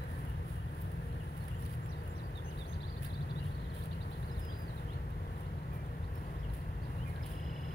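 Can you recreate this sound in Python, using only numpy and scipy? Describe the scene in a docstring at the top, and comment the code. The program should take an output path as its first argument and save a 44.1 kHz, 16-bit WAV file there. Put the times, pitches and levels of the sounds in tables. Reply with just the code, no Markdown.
"""A far engine rumbles under a wash of distant noise, partly from the left, while cows graze close by.
Tall grass rustles, tears in bunches and snaps: each breaking fibre is a burst of fading noise.
A songbird on the right repeats a few motifs; others chip in runs, slur, twitter and whistle in
gliding near-sine notes, and one ends in a buzzy trill. Plants and trees add a short tail.
Light air flutters on the microphone and gusts twice."""
import sys
import numpy as np
from scipy import signal
from scipy.fft import rfft, irfft
from scipy.io import wavfile
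from scipy.ndimage import map_coordinates

SR = 44100
rng = np.random.default_rng(int(sys.argv[2]) if len(sys.argv) > 2 else 0)


def dump_mix(stems):
    """Bounce the given channels to the path in sys.argv[1] as a 16-bit WAV at rate SR."""
    frames = np.atleast_2d(stems).T  # one column per channel
    limited = np.clip(frames, -1, 1)  # hard clip at full scale
    pcm = np.round(limited * 32767).astype(np.int16)
    wavfile.write(sys.argv[1], SR, pcm)


N = 341404
TIME_S = np.arange(N) / SR
BINS_HZ = np.maximum(np.fft.rfftfreq(N, 1 / SR), 1)

# Table levels precede each source's gains and filters. Pan is left minus right.
# Engine roar. Each row: frequency in Hz, relative density in dB.
ROAR_SPECTRUM = [(15, -15), (25, -27), (36, -10.5), (48, -4.5), (60, 6), (70, -0.5), (92, 7), (106, -2),
                 (128, 2.5), (152, -14), (168, -5.5), (180, -14), (220, -14.5), (300, -23.5), (500, -66)]
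# Engine tones. Each row: frequency in Hz, width in Hz, level in dB.
ENGINE_TONES = [(79.34, 3.025, -49.5), (116.9, 4.98, -51.5), (144.4, 2.15, -49), (163.2, 5, -50),
                (217.2, 7.75, -67.5), (358, 6.43, -71), (472.4, 1.65, -62.5), (521, 5, -70),
                (955, 5.2, -72)]
# Rumble swell. Each row: middle and length in seconds, level in dB.
RUMBLE_SWELLS = [(3.25, 0.53, -43.5)]
# Distant wash. Each row: frequency in Hz, left and right density in dB.
WASH_SPECTRUM = [(189, -75.5, -75), (307, -78.5, -80.5), (410, -80.5, -78), (730, -83, -82.5),
                 (1130, -82.5, -80.5), (1214, -87.5, -83.5), (1900, -90, -88), (2340, -94.5, -98),
                 (2650, -95.5, -96.5), (3750, -106, -101), (5560, -113, -109), (7900, -119, -111),
                 (10500, -119, -104), (12000, -109, -111), (15300, -110, -110)]
# Directional part of the wash. Each row: frequency in Hz, power share from 0 to 1, left lead in ms.
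WASH_DIRECTION = [(191, 0.84, 0.13), (348, 0.92, 0.23), (500, 0.75, 0.43), (690, 0.92, 0.38),
                  (1133, 0.93, 0.42), (1460, 0.42, 0.42), (1640, 0.32, 0.55), (2075, 1, 0.6),
                  (2400, 0.26, 0.55), (3030, 0.16, 0.456), (7000, 0.02, 0.51)]
# The microphone turns. Each row: time in seconds, added left lead in ms, wash gain in dB.
MIC_TURN = [(0, 0.052, 2.5), (.2, -0.028, 1.2), (.5, 0.021, 0), (1.8, -0.0017, 0.85), (3.0, -0.0019, 0.6),
            (4.5, -0.0086, 1.5), (6.0, -0.062, 0.3), (7.74, -0.049, 2)]
# Swells of noise near 1.8 kHz. Each row: middle and length in seconds, level in dB.
MID_BAND_SWELLS = [(0.11, 0.17, -59.5), (1.5, 1, -66.5), (3.03, .12, -60), (3.6, 1, -69.5)]
# Gusts. Each row: middle and length in seconds, level in dB.
GUSTS = [(5.0, 0.8, -47.5), (6.6, 0.56, -43.5)]

# Far chirps. Each row: start and end in seconds, level and pan in dB, lowest and highest centre in Hz.
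FLURRIES = [(.1, 3.3, -76, -2, 2800, 4200), (3.42, 3.8, -73, -3, 3010, 4300),
            (5.1, 7.1, -77.5, -9, 3100, 4100)]
# Chirp count of each flurry.
CHIRPS_IN_FLURRY = (16, 24, 20)
# Far twitter. Each row: start and length in seconds, level in dB, three pitches in Hz.
TWITTER_NOTES = [(5.455, .018, -74, 3400, 4100, 4900), (6.038, .018, -71.5, 3500, 4100, 4800),
                 (6.145, .04, -78.5, 5450, 5350, 5600), (6.24, .035, -77, 3900, 4500, 4650),
                 (6.36, .02, -75.5, 3400, 3800, 4100), (6.385, .028, -80, 4600, 5200, 5600),
                 (6.6, .025, -77, 4700, 4100, 3600), (6.818, .032, -75, 4150, 4700, 4950),
                 (6.848, .024, -74.5, 4800, 3950, 3300)]
# Plain whistles. Each row: start and length in seconds, level and pan in dB, five pitches in Hz.
WHISTLE_NOTES = [(0, 0.047, -74, -11, 4050, 4000, 4000, 4020, 3900),
                 (1.4, 0.042, -73, -10, 4430, 4330, 4330, 4320, 4300),
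                 (4.312, .026, -69, -6, 4920, 4980, 5080, 5130, 5230),
                 (4.405, .135, -66.5, -2, 5200, 5030, 5010, 4870, 4870),
                 (4.53, 0.122, -69, 0, 4820, 4870, 4920, 4900, 4860),
                 (4.645, .04, -78, -1, 4770, 4720, 4640, 4620, 4600),
                 (5.71, 0.132, -69, 5.5, 2500, 2380, 2346, 2340, 2350),
                 (6.45, 0.59, -78, 9, 2690, 2730, 2724, 2785, 2760),
                 (6.98, 0.065, -66, 14, 2780, 2800, 2890, 3040, 3220)]
# One slur: fall, rise, drop. Each row: delay and length in seconds, three pitches in Hz.
SLUR_SHAPE = [(0, 0.03, 3550, 2980, 2740), (0.031, 0.044, 2740, 2950, 3380),
              (0.078, .022, 3250, 2930, 2700)]
# Slurred calls. Each row: start in seconds, levels of fall, rise and drop in dB.
SLUR_CALLS = [(.255, -76, -76, -81), (.55, -77, -77, -82), (1.06, -86, -78, -84), (1.192, -72, -83, -86),
              (1.495, -72, -72, -78), (2.044, -77, -87, -86), (2.441, -76, -71, -75),
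              (3.38, -72, -70.5, -74), (3.91, -70, -78, -81), (4.42, -76, -77, -74), (4.88, -72, -76, -77),
              (5.41, -76, -83, -82), (6.428, -68, -84, -84)]
# One chip: steep rise, flick down. Each row: delay and length in seconds, gain in dB, three pitches in Hz.
CHIP = [(0, .024, 3, 3336, 4090, 4930), (.025, 0.0093, -12, 4930, 3770, 2800)]
# Chip runs. Each row: start, first gap and gap growth in seconds; level, fade at the ends and pan in dB.
CHIP_RUNS = [(2.569, .0765, .0009, -64.5, 5, -4), (3.73, .0865, .006, -68.5, 5, -10.5)]
# Chip count of each run.
CHIPS_IN_RUN = (11, 7)
# Lead-in to the trill. Each row: start and length in seconds, level and pan in dB, three pitches in Hz.
TRILL_LEAD = [(7.052, 0.044, -64, -9, 2430, 2410, 2420), (7.06, 0.052, -65.5, -11, 2130, 2154, 2160),
              (7.15, .042, -62, 6, 1606, 1635, 1660), (7.159, 0.007, -62.5, -14, 4700, 3500, 2700),
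              (7.203, .013, -62, -6, 2020, 2180, 2380), (7.225, 0.013, -67, -14, 4860, 5140, 5460)]
# Course of the trill. Each row: time in seconds, beats per second, level in dB.
TRILL_CURVE = [(7.29, 33, -78), (7.305, 33, -62.5), (7.5, 30, -60.5), (7.65, 27, -60.5), (7.74, 26, -62)]
# Buzz partials. Each row: harmonic number, gain and pan in dB.
BUZZ_PARTIALS = [(4, -10, -3), (5, -2.8, 4.5), (6, -8.3, -6.5), (7, -11.7, 3), (8, -25, 0), (9, -9.5, -8)]
# Songbird motifs. Each row: syllable delay and length in seconds, gain in dB, four pitches in Hz.
OPENING = [(0, .052, -6, 6760, 7060, 7400, 7550), (.068, .033, -2.5, 5240, 5650, 5880, 5700),
           (.094, .028, .5, 5400, 4550, 3950, 3500), (.146, .042, -3, 4640, 4670, 4670, 4620)]
ARCH = [(0, 0.048, 4, 3790, 3760, 3600, 3170), (.088, 0.072, -2.8, 5680, 6240, 6440, 5640),
        (0.154, 0.024, -6.5, 5630, 4600, 3620, 2700)]
BOW = [(0, 0.029, 3.5, 3150, 3600, 3920, 4200), (.036, .025, -3, 4250, 4360, 4700, 4850),
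       (.072, .062, -3, 5000, 4630, 4200, 4050)]
QUICK_PAIR = [(0, 0.0247, 0, 4270, 3940, 3550, 3250), (0.054, .053, 0, 3320, 3710, 3940, 4180)]
CHATTER = [(-.006, 0.04, -1.1, 4780, 4300, 3970, 3800), (.085, 0.0307, 0.15, 4390, 3950, 3650, 3440),
           (.192, .078, -1, 2880, 3280, 3800, 4600)]
# The song. Each row: start in seconds, motif, level in dB.
PHRASES = [(1.554, OPENING, -70), (1.817, OPENING, -68), (2.083, OPENING, -68), (2.349, ARCH, -65),
           (2.584, ARCH, -64.5), (2.828, BOW, -65), (3.09, QUICK_PAIR, -65.5), (3.296, QUICK_PAIR, -64.5)]
# Closing chatter. Each row: start in seconds, level in dB.
CHATTER_REPEATS = [(3.55, -74.5), (3.914, -76), (4.279, -72), (4.68, -72.5)]

# Crunch of breaking grass. Each row: frequency in Hz, left and right relative level in dB.
CRUNCH_SPECTRUM = [(1510, -10, 5.5), (2660, 4.5, 3), (3740, -15, 0.5), (4930, -6, -16), (7170, -24, -10),
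                   (8900, -27, -3), (10240, -37, 5), (12300, -10, -5.5), (13200, -7, -13), (14200, -3, -6),
                   (15800, -19, 2.5)]
# Thin crack of dry fibres. Each row: frequency in Hz, left and right relative level in dB.
CRACK_SPECTRUM = [(8000, -30, -17), (10500, -12, -14), (12600, 0, -1), (15400, 0, 2)]
# The herd stirs the grass, less as it falls behind. Each row: time in seconds, level in dB.
HERD_STIR = [(0, -72), (1.1, -66.5), (2.2, -70.5), (4.6, -67), (5.1, -92), (7.74, -84)]
# A muzzle or leg pushes through stems. Each row: middle and length in seconds, level in dB.
SWISHES = [(.19, 0.15, -60.5), (.52, 0.089, -59), (.87, 0.28, -66), (1.28, 0.097, -64.5), (1.65, .17, -63),
           (2.08, 0.071, -65), (2.63, 0.14, -60.5), (3.47, 0.082, -59), (4.24, 0.089, -61),
           (4.77, 0.1, -64), (5.39, 0.096, -63.5), (6.22, 0.15, -66), (6.56, .07, -64), (6.95, 0.2, -67)]
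# A bunch tears. Each row: start and length in seconds, crunch and crack level in dB.
TEARS = [(0.803, 0.05, -73, -68), (0.816, 0.0086, -66.5, -63), (1.368, 0.012, -59, -72),
         (1.441, 0.017, -63.5, -74), (1.593, 0.07, -67, -77), (1.702, 0.054, -63.5, -82),
         (3.02, 0.047, -55.5, -74), (3.745, 0.041, -61.5, -76), (3.797, 0.064, -64, -75),
         (4.104, 0.029, -69, -76), (4.393, 0.016, -61.5, -70), (4.585, .024, -74, -67),
         (5.733, 0.042, -72, -69), (6.536, 0.049, -61.5, -80), (7.076, 0.027, -65.5, -80),
         (7.259, 0.015, -58, -72), (7.29, 0.045, -64, -74)]
# A thick stem snaps. Each row: start in seconds, crunch and crack level in dB.
SNAPS = [(0.038, -60, -62), (.25, -58.5, -68), (.298, -63, -60), (0.747, -64, -75), (.813, -68, -56),
         (0.917, -60, -64), (1.481, -53, -72), (1.515, -62, -70), (1.623, -57, -65), (1.652, -57, -65),
         (1.661, -56, -65), (1.739, -59, -66), (1.859, -60, -68), (2.035, -65, -70), (2.075, -59, -70),
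         (2.372, -63, -70), (3.046, -56, -66), (3.857, -57, -63), (4.397, -61, -65), (4.45, -56, -59),
         (4.62, -62, -58), (4.934, -62, -67), (5.103, -64, -67), (5.407, -62, -66), (5.862, -66, -72),
         (6.155, -60, -56), (6.178, -64, -70), (7.26, -61, -62), (7.316, -58, -62)]


def from_db(db):
    """Decibels to gain."""
    return 10 ** (np.asarray(db) / 20)


def unit_rms(x):
    """Scale to unit power."""
    return x / np.sqrt(np.mean(x ** 2) + 1e-20)


def in_time(rows):
    """Each column of a curve at every sample."""
    times_s, *columns = np.transpose(rows)
    return [np.interp(TIME_S, times_s, c) for c in columns]


def in_hz(rows):
    """Each column of a spectrum at every bin."""
    hz, *columns = np.transpose(rows)
    return np.array([np.interp(np.log(BINS_HZ), np.log(hz), c) for c in columns])


def colour(x, gain):
    """Filter by a gain per bin."""
    return irfft(rfft(x) * gain, N)


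def highpass(edge_hz):
    """Fourth-order high-pass gain per bin."""
    return 1 / np.sqrt(1 + (edge_hz / BINS_HZ) ** 8)


def band_noise(centre_hz, sharpness, order=2, shape=N):
    """Unit-power noise in one band."""
    detuning = sharpness * (BINS_HZ / centre_hz - centre_hz / BINS_HZ)
    return unit_rms(colour(rng.standard_normal(shape), 1 / (1 + detuning ** order)))


def drift(rate_hz):
    """Unit-power random wander, mostly below rate_hz."""
    return unit_rms(colour(rng.standard_normal(N), 1 / (1 + (BINS_HZ / rate_hz) ** 2)))


def swells(rows, floor_db=-np.inf):
    """Bell-shaped swells add in power over a floor; length is the time above half power."""
    power = from_db(floor_db) ** 2
    for middle_s, length_s, level_db in rows:
        bell = 0.5 ** np.minimum((2 * (TIME_S - middle_s) / length_s) ** 2, 100)
        power = power + from_db(level_db) ** 2 * bell
    return np.sqrt(power)


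def pan(pan_db):
    """Left and right gains; positive is left."""
    return from_db(np.array([[0.5], [-0.5]]) * pan_db)


def from_left(x, lead_ms):
    """Stereo pair in which the right side arrives lead_ms later."""
    delayed = map_coordinates(x, [np.arange(N) - lead_ms * SR / 1000], order=3, mode="nearest")
    return np.array([x, delayed])


def scatter(x, tail_db, rt60_s):
    """Plants and trees add a thin, short tail."""
    age_s = TIME_S[:SR // 2]
    response = rng.standard_normal((2, len(age_s))) * from_db(-60 * age_s / rt60_s)
    response *= from_db(tail_db) / np.sqrt(np.sum(response ** 2) / 2)
    return x + signal.fftconvolve(x, response, axes=1)[:, :N]


def engine(roar_db=-41.5, pan_db=1.1):
    """Only the low roar and a few tones carry this far; the air makes the tones waver."""
    spectrum = from_db(in_hz(ROAR_SPECTRUM)[0]) * (BINS_HZ < 900)
    sound = from_db(roar_db) * unit_rms(colour(rng.standard_normal(N), spectrum))
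    for hz, width_hz, level_db in ENGINE_TONES:
        phase = 2 * np.pi * np.cumsum(hz + 0.4024 * width_hz * drift(3.94)) / SR
        sound += from_db(level_db) * unit_rms(np.sin(phase) * from_db(1.9 * drift(width_hz)))
    return from_left(sound, lead_ms=0.29) * pan(pan_db)


def rumble_swell(pan_db=1.0):
    """The upper part of the rumble rises for a moment."""
    rumble = swells(RUMBLE_SWELLS) * band_noise(centre_hz=143, sharpness=5.8, order=6)
    return from_left(rumble, lead_ms=0.34) * pan(pan_db)


def distant_wash(gain_db=-1.46, waver_db=0.4):
    """Distant noise, partly from the left and partly from all round."""
    share, lead_ms = in_hz(WASH_DIRECTION)
    turn_ms, turn_db = in_time(MIC_TURN)
    right_lag = np.exp(-2j * np.pi * BINS_HZ * lead_ms / 1000 * np.array([[0], [1]]))
    directed = colour(from_left(rng.standard_normal(N), turn_ms), np.sqrt(share) * right_lag)
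    diffuse = colour(rng.standard_normal((2, N)), np.sqrt(1 - share))
    wash = colour(directed + diffuse, from_db(in_hz(WASH_SPECTRUM)) * highpass(216)) * np.sqrt(SR / 2)
    return wash * from_db(gain_db + turn_db + waver_db * drift(3.2))


def mid_band_swell(pan_db=-2):
    """A band of noise near 1.8 kHz swells, partly the crunch of tearing grass."""
    return swells(MID_BAND_SWELLS) * band_noise(centre_hz=1780, sharpness=5, shape=(2, N)) * pan(pan_db)


def breeze(pan_db=2.5):
    """Light air makes a soft, low flutter on the microphone."""
    return swells(GUSTS, floor_db=-54.5) * band_noise(centre_hz=50, sharpness=3.6) * pan(pan_db)


def glides(notes, taper, waver, flutter_db, lead_ms=0, tilt_db_per_oct=0):
    """Near-sine notes bend through their pitches; paths through the grass make them flutter."""
    out = np.zeros((2, N))
    wobble = 1 + waver * drift(270)
    flutter = from_db(flutter_db * np.array([drift(130), drift(140)]))
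    for start_s, length_s, level_db, pan_db, *pitches_hz in notes:
        span = np.arange(int(start_s * SR), min(int((start_s + length_s) * SR), N))
        bend = np.polyfit(np.linspace(0, 1, len(pitches_hz)), pitches_hz, len(pitches_hz) - 1)
        hz = np.polyval(bend, np.linspace(0, 1, len(span))) * wobble[span]
        cycles = np.cumsum(hz) / SR - hz * np.array([[0], [lead_ms]]) / 1000
        envelope = signal.windows.tukey(len(span), taper) * flutter[:, span]
        gain = from_db(level_db + tilt_db_per_oct * np.log2(hz / 4000))
        out[:, span] += gain * pan(pan_db) * unit_rms(envelope * np.sin(2 * np.pi * cycles))
    return out


def motif_notes(motif, start_s, level_db, pan_db):
    """Notes of one motif at a given time, level and side."""
    return [(start_s + delay_s, length_s, level_db + gain_db, pan_db, *pitches_hz)
            for delay_s, length_s, gain_db, *pitches_hz in motif]


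def far_birds(chirp_s=0.025, bend=0.126):
    """Flurries of faint chirps at uneven times and pitches, each rising or falling steeply."""
    notes = []
    for (start_s, end_s, level_db, pan_db, low_hz, high_hz), count in zip(FLURRIES, CHIRPS_IN_FLURRY):
        for k, (jitter, height, coin) in enumerate(rng.random((count, 3))):
            onset_s = start_s + (end_s - start_s) * (k + jitter) / count
            hz = low_hz * (high_hz / low_hz) ** height
            rise = bend * np.sign(coin - 0.5)
            notes.append((onset_s, chirp_s, level_db, pan_db, hz * (1 - rise), hz * (1 + rise)))
    return glides(notes, taper=0.4, waver=0.012, flutter_db=4.5)


def twittering_bird(pan_db=-10):
    """Loose, hoarse notes from far to the right."""
    notes = [(start_s, length_s, level_db, pan_db, *pitches_hz)
             for start_s, length_s, level_db, *pitches_hz in TWITTER_NOTES]
    return glides(notes, taper=0.28, waver=0.023, flutter_db=3)


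def whistling_birds():
    """Plain, nearly steady tones."""
    return glides(WHISTLE_NOTES, taper=0.15, waver=0.0075, flutter_db=0.5)


def slurring_bird(pan_db=14.5):
    """A slightly hoarse call on the left falls, rises and drops, with shifting stress."""
    notes = []
    for start_s, *levels_db in SLUR_CALLS:
        for (delay_s, length_s, *pitches_hz), level_db in zip(SLUR_SHAPE, levels_db):
            notes.append((start_s + delay_s, length_s, level_db, pan_db, *pitches_hz))
    return glides(notes, taper=0.25, waver=0.018, flutter_db=2.5)


def chipping_birds():
    """Each run repeats one chip; the gaps lengthen while the level rises and falls."""
    notes = []
    for (start_s, gap_s, growth_s, level_db, fade_db, pan_db), count in zip(CHIP_RUNS, CHIPS_IN_RUN):
        for k, from_middle in enumerate(np.linspace(-1, 1, count)):
            onset_s = start_s + k * gap_s + growth_s * k * (k - 1) / 2
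            notes += motif_notes(CHIP, onset_s, level_db - fade_db * from_middle ** 2, pan_db)
    return glides(notes, taper=0.38, waver=0.012, flutter_db=4.5, tilt_db_per_oct=-6)


def trill_lead():
    """Short low and high notes ahead of the trill."""
    return glides(TRILL_LEAD, taper=0.39, waver=0.014, flutter_db=2.5)


def trill(buzz_hz=567, rasp_db=2.5, blip_db=5, blip_low_hz=2550, blip_top_hz=3000):
    """Quick falling chips, then an arched blip of uneven force alternates with a buzz, slowing down."""
    beats_per_s, level_db = in_time(TRILL_CURVE)
    singing = TIME_S > TRILL_CURVE[0][0]
    beat = (np.cumsum(beats_per_s * singing) / SR + 0.6) % 1
    arch = np.exp(-((beat - 0.14) / 0.14) ** 2)
    blip_hz = (blip_low_hz + (blip_top_hz - blip_low_hz) * arch) * (1 + 0.035 * drift(300))
    blip_gain = from_db(blip_db + 2 * drift(60)) * pan(4) * arch
    voice = blip_gain * np.sin(2 * np.pi * np.cumsum(blip_hz) / SR)
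    buzz_gate = np.interp(beat, [0, 0.25, 0.38, 0.92, 1], [0.15, 0.15, 1, 1, 0.15])
    buzz_phase = 2 * np.pi * np.cumsum(buzz_hz * (1 + 0.0055 * drift(116))) / SR
    for harmonic, gain_db, pan_db in BUZZ_PARTIALS:
        rasp = unit_rms(from_db(rasp_db * drift(150)))
        voice += from_db(gain_db) * pan(pan_db) * buzz_gate * rasp * np.sin(harmonic * buzz_phase)
    chip_notes = [(7.234 + 0.0085 * k, 0.007, -58 - 1.2 * k, 0, 5300, 3200, 2900) for k in range(7)]
    chips = glides(chip_notes, taper=0.4, waver=0.03, flutter_db=2.5)
    return chips + np.sqrt(2) * voice * singing * from_db(level_db)


def songbird(pan_db):
    """A bubbling song of repeated motifs; its high notes arrive weaker."""
    notes = []
    for start_s, motif, level_db in PHRASES:
        notes += motif_notes(motif, start_s, level_db, pan_db)
    return glides(notes, taper=0.38, waver=0.007, flutter_db=2.2, lead_ms=-0.048, tilt_db_per_oct=-5.5)


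def songbird_chatter(pan_db):
    """The soft, slightly hoarse close of the song."""
    notes = []
    for start_s, level_db in CHATTER_REPEATS:
        notes += motif_notes(CHATTER, start_s, level_db, pan_db)
    return glides(notes, taper=0.23, waver=0.016, flutter_db=3, tilt_db_per_oct=-11)


def fibres(per_s, spread_db, decay_s):
    """Fibres break at random with uneven force; leaves scatter each crack differently to each side."""
    breaks = rng.random(N) < per_s / SR
    force = from_db(spread_db * np.minimum(rng.exponential(1, N), 4))
    power = signal.lfilter([1], [1, -np.exp(-1 / (decay_s * SR))], (breaks * force) ** 2 + 1e-18)
    return unit_rms(np.sqrt(power) * rng.standard_normal((2, N)))


def stirring_leaves(rustle_db=-0.5, tick_db=-9, shake_delay_s=0.042, shake_s=0.098, shake_db=-1.5):
    """Rustle and small ticks: cows push through the plants, which also shake after each tear."""
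    shakes = [(start_s + shake_delay_s, shake_s, crunch_db + shake_db)
              for start_s, _, crunch_db, _ in TEARS]
    motion = swells(SWISHES + shakes, floor_db=in_time(HERD_STIR)[0]) * from_db(1.5 * drift(14))
    rustle = from_db(rustle_db) * motion * fibres(per_s=6800, spread_db=-2, decay_s=0.0004)
    ticks = from_db(tick_db) * motion * fibres(per_s=70, spread_db=2.5, decay_s=0.0015)
    return rustle, ticks


def tearing_bunches(gain_db=6.5):
    """Crunch and crack of many fibres ripping together."""
    envelopes = np.zeros((2, 1, N))
    for start_s, length_s, *levels_db in TEARS:
        corners_s = start_s + length_s * np.array([-0.22, 0.041, 0.62, 1.4])
        envelopes += from_db(levels_db)[:, None, None] * np.interp(TIME_S, corners_s, [0, 1, 1, 0])
    return from_db(gain_db) * envelopes * fibres(per_s=1000, spread_db=2.1, decay_s=0.0006)


def snapping_stems(gain_db=8, crunch_decay_s=0.0048, crack_decay_s=0.0028):
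    """Crunch and crack of single thick stems: sudden noise that dies fast."""
    envelopes = np.zeros((2, 1, N))
    for start_s, crunch_db, crack_db in SNAPS:
        first = int(start_s * SR)
        age_s = TIME_S[:min(SR // 10, N - first)]
        span = slice(first, first + len(age_s))
        envelopes[0, 0, span] += from_db(crunch_db) * np.exp(-age_s / crunch_decay_s)
        envelopes[1, 0, span] += from_db(crack_db) * np.exp(-age_s / crack_decay_s)
    return from_db(gain_db) * envelopes * rng.standard_normal((2, 2, N))


def grazing():
    """Cows stir, tear and snap the grass; thin leaves lack the low crunch of the stems."""
    rustle, ticks = stirring_leaves()
    tear_crunch, tear_crack = tearing_bunches()
    snap_crunch, snap_crack = snapping_stems()
    stem_gain = unit_rms(from_db(in_hz(CRUNCH_SPECTRUM)) * highpass(1300))
    leaves = colour(rustle + tear_crunch, stem_gain * (0.5 + 0.5 * highpass(3500)))
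    stems = colour(ticks + snap_crunch, stem_gain)
    cracks = colour(tear_crack + snap_crack, unit_rms(from_db(in_hz(CRACK_SPECTRUM))))
    return leaves + stems + cracks


def scene(song_pan_db=-12.5):
    """Engine and wash behind, birds in the field, grazing close by."""
    birds = scatter(songbird(song_pan_db), tail_db=-4, rt60_s=0.17)
    birds += scatter(songbird_chatter(song_pan_db), tail_db=2, rt60_s=0.25)
    birds += scatter(chipping_birds() + slurring_bird(), tail_db=1, rt60_s=0.17)
    birds += scatter(whistling_birds(), tail_db=-10, rt60_s=0.24)
    birds += scatter(trill_lead(), tail_db=-3, rt60_s=0.23)
    birds += scatter(trill(), tail_db=-8, rt60_s=0.22)
    birds += scatter(far_birds() + twittering_bird(), tail_db=-1, rt60_s=0.28)
    cows = scatter(grazing(), tail_db=-11, rt60_s=0.05)
    background = engine() + rumble_swell() + breeze() + distant_wash()
    return background + mid_band_swell() + birds + cows


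def record(dry):
    """Steep low-pass at 15.8 kHz."""
    return colour(dry, 1 / np.sqrt(1 + (BINS_HZ / 15800) ** 400))


dry = scene()
out = record(dry)
dump_mix(out)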